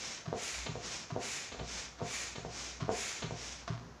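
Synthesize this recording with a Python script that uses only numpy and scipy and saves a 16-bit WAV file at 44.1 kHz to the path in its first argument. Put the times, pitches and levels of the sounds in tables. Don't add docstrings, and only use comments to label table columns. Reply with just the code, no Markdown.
import sys
import numpy as np
from scipy import signal
from scipy.fft import rfft, irfft
from scipy.io import wavfile

SR = 44100
rng = np.random.default_rng(int(sys.argv[2]) if len(sys.argv) > 2 else 0)


def dump_mix(stems):
    frames = np.atleast_2d(stems).T
    limited = np.clip(frames, -1, 1)
    pcm = np.round(limited * 32767).astype(np.int16)
    wavfile.write(sys.argv[1], SR, pcm)


N = 176400
T = np.arange(N) / SR
HZ = np.maximum(np.fft.rfftfreq(N, 1 / SR), 1)


def undb(db):
    return 10 ** (np.asarray(db) / 20)


def unit_rms(x):
    return x / np.sqrt(np.mean(x ** 2))


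def decay(t60_s):
    return np.exp(-np.log(1000) * T / t60_s)


def convolve(x, response):
    return signal.fftconvolve(x, response[:SR])[:N]


def colour(points):
    hz, db = np.array(points).T
    return undb(np.interp(np.log(HZ), np.log(hz), db))


def resonances(rows):
    return np.array([undb(db) / (1 + 1j * (HZ ** 2 - hz ** 2) / (HZ * width_hz))
                     for hz, width_hz, db in rows])


def noise(gain):
    return unit_rms(irfft(rfft(rng.standard_normal(N)) * gain, N))


def wander(rate_hz):
    return noise(np.exp(-np.minimum(HZ / rate_hz, 20) ** 2))


def tick(points):
    cepstrum = irfft(np.log(colour(points)), N)
    causal = 2 * cepstrum * (np.arange(N) < N // 2)
    pulse = irfft(np.exp(rfft(causal)), N)
    return pulse / np.abs(pulse).max()


def ring(modes, scatter_db=2):
    waves = np.zeros(N)
    for hz, db, t60_s in modes:
        gain = undb(db + scatter_db * rng.standard_normal())
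        waves += gain * np.sin(2 * np.pi * hz * T) * decay(t60_s)
    return waves * (T < 0.5)


def impulses(rows):
    out = np.zeros(N)
    for time_s, db in rows:
        out[int(np.clip(time_s * SR, 0, N - 1))] += undb(db)
    return out


def room(x, wet_db):
    fade = decay(t60_s=0.37) + undb(-41) * decay(t60_s=0.017)
    tail = rng.standard_normal(N) * fade * (T > .003)
    return x + undb(wet_db) * convolve(x, tail / np.linalg.norm(tail))


def airflow(strokes, hiss, ring_db, leak_db):
    # (frequency [Hz], width [Hz], level [dB])
    air_modes = [(450, 14, -2), (705, 20, -1), (1840, 20, 1), (2152, 16, 4), (2324, 16, 3), (2368, 22, 2),
                 (2478, 18, 5), (3466, 14, 1), (3656, 16, 1), (3805, 16, 1), (6394, 25, -2), (6746, 25, -2),
                 (7063, 22, 0)]
    treble_hz, leak_s, ring_lag_s = 7800, 0.21, 0.018
    jet = noise(colour(hiss)) * undb(0.86 * wander(rate_hz=44))
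    treble = irfft(rfft(jet) / (1 + (treble_hz / HZ) ** 10), N)
    cavity_gain = np.linalg.norm(resonances(air_modes), axis=0)
    cavity = irfft(rfft(noise(colour(hiss))) * cavity_gain, N)
    flow, treble_flow = np.zeros(N), np.zeros(N)
    for start_s, length_s, db, peak in strokes:
        ramp = np.interp(T, start_s + length_s * np.array([0, peak, 1]), [0, 1, 0])
        speed = np.sin(np.pi / 2 * ramp)
        flow += undb(db) * speed ** 1.47
        treble_flow += undb(db) * speed ** 2.9
    leak = undb(leak_db) * convolve(flow, np.exp(-T / leak_s) / (leak_s * SR))
    flow = np.hypot(flow, leak)
    ringing = undb(ring_db) * cavity * np.interp(T - ring_lag_s, T, flow)
    hissing = (jet - treble) * flow + treble * treble_flow
    return room(hissing + ringing, wet_db=-8.5) * undb(-1.08)


def pull():
    # (start [s], length [s], relative level [dB], speed peak [fraction of length])
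    strokes = [(-.11, 0.38, -42, 0.45), (.765, .36, -42, 0.39), (1.61, 0.33, -42, 0.44),
               (2.47, .37, -42.5, 0.33), (3.32, 0.36, -44, 0.35)]
    # (frequency [Hz], relative density [dB])
    hiss = [(100, -5), (350, -7), (1200, -8), (2300, -6), (3200, -7), (4600, -7), (5500, -2), (6600, -4.5),
            (8000, -14.5), (9800, -28), (12000, -37), (15500, -50)]
    return airflow(strokes, hiss, ring_db=-1.5, leak_db=-9.5)


def room_air():
    # (frequency [Hz], relative density [dB])
    air_spectrum = [(25, -40), (42, -18), (65, -2), (150, 0.5), (400, -6.5), (800, -6), (1500, -8.5),
                    (3000, -21.5), (6300, -17), (8500, -39), (12000, -41.5), (15500, -45)]
    return undb(-57) * noise(colour(air_spectrum))


def boom(pitch_hz=61):
    # (time [s], level [dB])
    boom_levels = [(0.0, -78), (0.5, -68), (0.59, -48), (0.83, -62), (1.47, -78), (1.61, -45.5),
                   (1.79, -59.5), (3.02, -53.5), (3.07, -74), (3.4, -53.5), (3.97, -60), (4.0, -86)]
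    time_s, db = np.array(boom_levels).T
    phase = 2 * np.pi * pitch_hz * T + 0.84 * wander(rate_hz=2.6)
    level_db = np.interp(T, time_s, db) + 0.8 * wander(rate_hz=3.3)
    return np.sqrt(2) * np.sin(phase) * undb(level_db)


def seal_rub(slips_per_s=1724, scatter_db=4.5, top_hz=7000):
    # (time [s], level [dB])
    rubs = [(.256, -45), (1.10, -46.5), (1.986, -48), (2.799, -42), (3.678, -42)]
    # (frequency [Hz], width [Hz], relative level [dB])
    barrel_modes = [(280, 120, -1), (686, 59, 3), (1000, 140, -4.5), (1140, 240, -6.5), (1400, 120, -15),
                    (3000, 4000, -20)]
    slips = (rng.random(N) < slips_per_s / SR) * undb(-scatter_db * rng.standard_normal(N))
    grip = convolve(impulses(rubs), decay(t60_s=0.52))
    barrel = resonances(barrel_modes).sum(axis=0) / (1 + (HZ / top_hz) ** 10)
    return irfft(rfft(unit_rms(slips) * grip) * barrel, N) / np.sqrt(np.mean(np.abs(barrel) ** 2))


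def body_thump(attack_s=.006):
    # (time [s], level [dB])
    thumps = [(0.273, -34), (.688, -36), (0.765, -46.5), (1.119, -34), (1.607, -37.5), (1.628, -42),
              (2.017, -36.5), (2.375, -41), (2.455, -39), (2.818, -31), (3.238, -33.5), (3.317, -36.5),
              (3.698, -30)]
    # (frequency [Hz], level [dB], t60 [s])
    thump_modes = [(119.2, -8, 0.34), (138, 6.5, 0.067), (151.7, -3.5, 0.16), (267.6, -14, 0.21),
                   (390, -10.5, 0.15)]
    # (delay [s], level [dB])
    wall_echo = [(.0245, -9)]
    attack = 1 - np.exp(-(T / attack_s) ** 2)
    direct = np.zeros(N)
    for time_s, db in thumps:
        start = int(time_s * SR)
        direct[start:] += undb(db) * (ring(thump_modes) * attack)[:N - start]
    return room(direct + convolve(direct, impulses(wall_echo)), wet_db=-17)


def valve_knock(round_trip_s=.00435, trip_loss_db=7):
    # (time [s], level [dB], low-pass cutoff [Hz])
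    knocks = [(.3195, -43, 900), (.328, -22, 1350), (.7552, -29.5, 1360), (1.155, -36, 800),
              (1.163, -22, 1050), (1.547, -36.5, 1490), (1.5992, -30.5, 1700), (2.0065, -34, 880),
              (2.0122, -36.5, 1210), (2.0166, -27, 1420), (2.383, -37, 1400), (2.4495, -30, 1480),
              (2.8825, -28, 815), (2.892, -18.5, 1610), (3.3088, -29.5, 1730)]
    # (frequency [Hz], relative level [dB], t60 [s])
    knock_modes = [(118, -26, .25), (232, -10, .18), (264, -11, .14), (414, -10, .17), (450, -8, .2),
                   (500, -7, .11), (590, -4, .035), (700, -9, .07), (755, -16, .06), (900, -16, .06),
                   (1018, -15, .12), (1453, -21, .13)]
    # (frequency [Hz], relative density [dB])
    contact_spectrum = [(80, -20), (250, -5), (450, 0), (680, 1), (850, -5), (1100, -11), (1500, -17),
                        (2200, -25), (6500, -22), (9000, -38), (15000, -56)]
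    bounces = impulses([(k * round_trip_s, -k * trip_loss_db) for k in range(8)])
    crack = undb(-1) * convolve(tick(contact_spectrum), bounces)
    out = np.zeros(N)
    for time_s, db, cutoff_hz in knocks:
        knock = crack + undb(-11) * ring(knock_modes)
        knock = signal.lfilter(*signal.butter(2, cutoff_hz, fs=SR), knock[:SR // 2])
        start = int(time_s * SR)
        out[start:start + len(knock)] += undb(db) * knock
    return room(out, wet_db=-1.5)


def push():
    # (start [s], length [s], relative level [dB], speed peak [fraction of length])
    strokes = [(.325, 0.41, -39.5, 0.34), (1.17, .39, -40, 0.3), (2.0, 0.38, -40, 0.43),
               (2.87, 0.42, -39.5, 0.35)]
    # (frequency [Hz], relative density [dB])
    hiss = [(100, -2.5), (350, -2.5), (1200, -1), (2300, 4.5), (3200, 0), (4600, 0.5), (6200, 4), (7200, 4),
            (8100, -7), (9800, -10), (12000, -22.5), (15500, -29.5)]
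    return airflow(strokes, hiss, ring_db=0.5, leak_db=-4)


def handle_click():
    # (time [s], level [dB])
    click_times = [(.6632, -22.5), (1.5192, -28.5), (1.5925, -28), (2.3558, -27.5), (3.223, -22)]
    # (frequency [Hz], relative density [dB])
    click_spectrum = [(100, 24), (450, 15.5), (720, 17.5), (1700, 8), (3200, 9.5), (4300, 10), (5200, -7),
                      (7000, -23), (9000, -63), (15000, -58)]
    # (delay [s], level [dB])
    catch_chatter = [(0, -3.5), (.0033, -2), (.0052, -5.5), (.0075, -1)]
    click = convolve(tick(click_spectrum), impulses(catch_chatter))
    return room(convolve(impulses(click_times), click), wet_db=1)


def balloon_shudder(top_hz=1300):
    # (start [s], length [s], level [dB])
    shudder_event = (3.74, .24, -53)
    # (frequency [Hz], width [Hz], relative level [dB])
    balloon_modes = [(124, 35, -28.5), (162, 47, -2), (228, 37, -4), (380, 67, -9.5), (490, 50, -13.5),
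                     (874, 240, -38)]
    start_s, length_s, db = shudder_event
    swell = np.sin(np.pi * np.clip((T - start_s) / length_s, 0, 1))
    spectrum = np.abs(resonances(balloon_modes)).max(axis=0) / (1 + (HZ / top_hz) ** 4)
    return undb(db) * swell * noise(spectrum)


def scene():
    pump = push() + pull() + valve_knock() + body_thump() + handle_click() + seal_rub()
    return (pump + balloon_shudder() + boom() + room_air())[None]


def record(dry, low_cut_hz=49, top_hz=15350):
    thin = signal.sosfilt(signal.butter(3, low_cut_hz, "high", fs=SR, output="sos"), dry)
    return signal.sosfilt(signal.ellip(10, .1, 80, top_hz, fs=SR, output="sos"), thin)


dry = scene()
out = record(dry)
dump_mix(out)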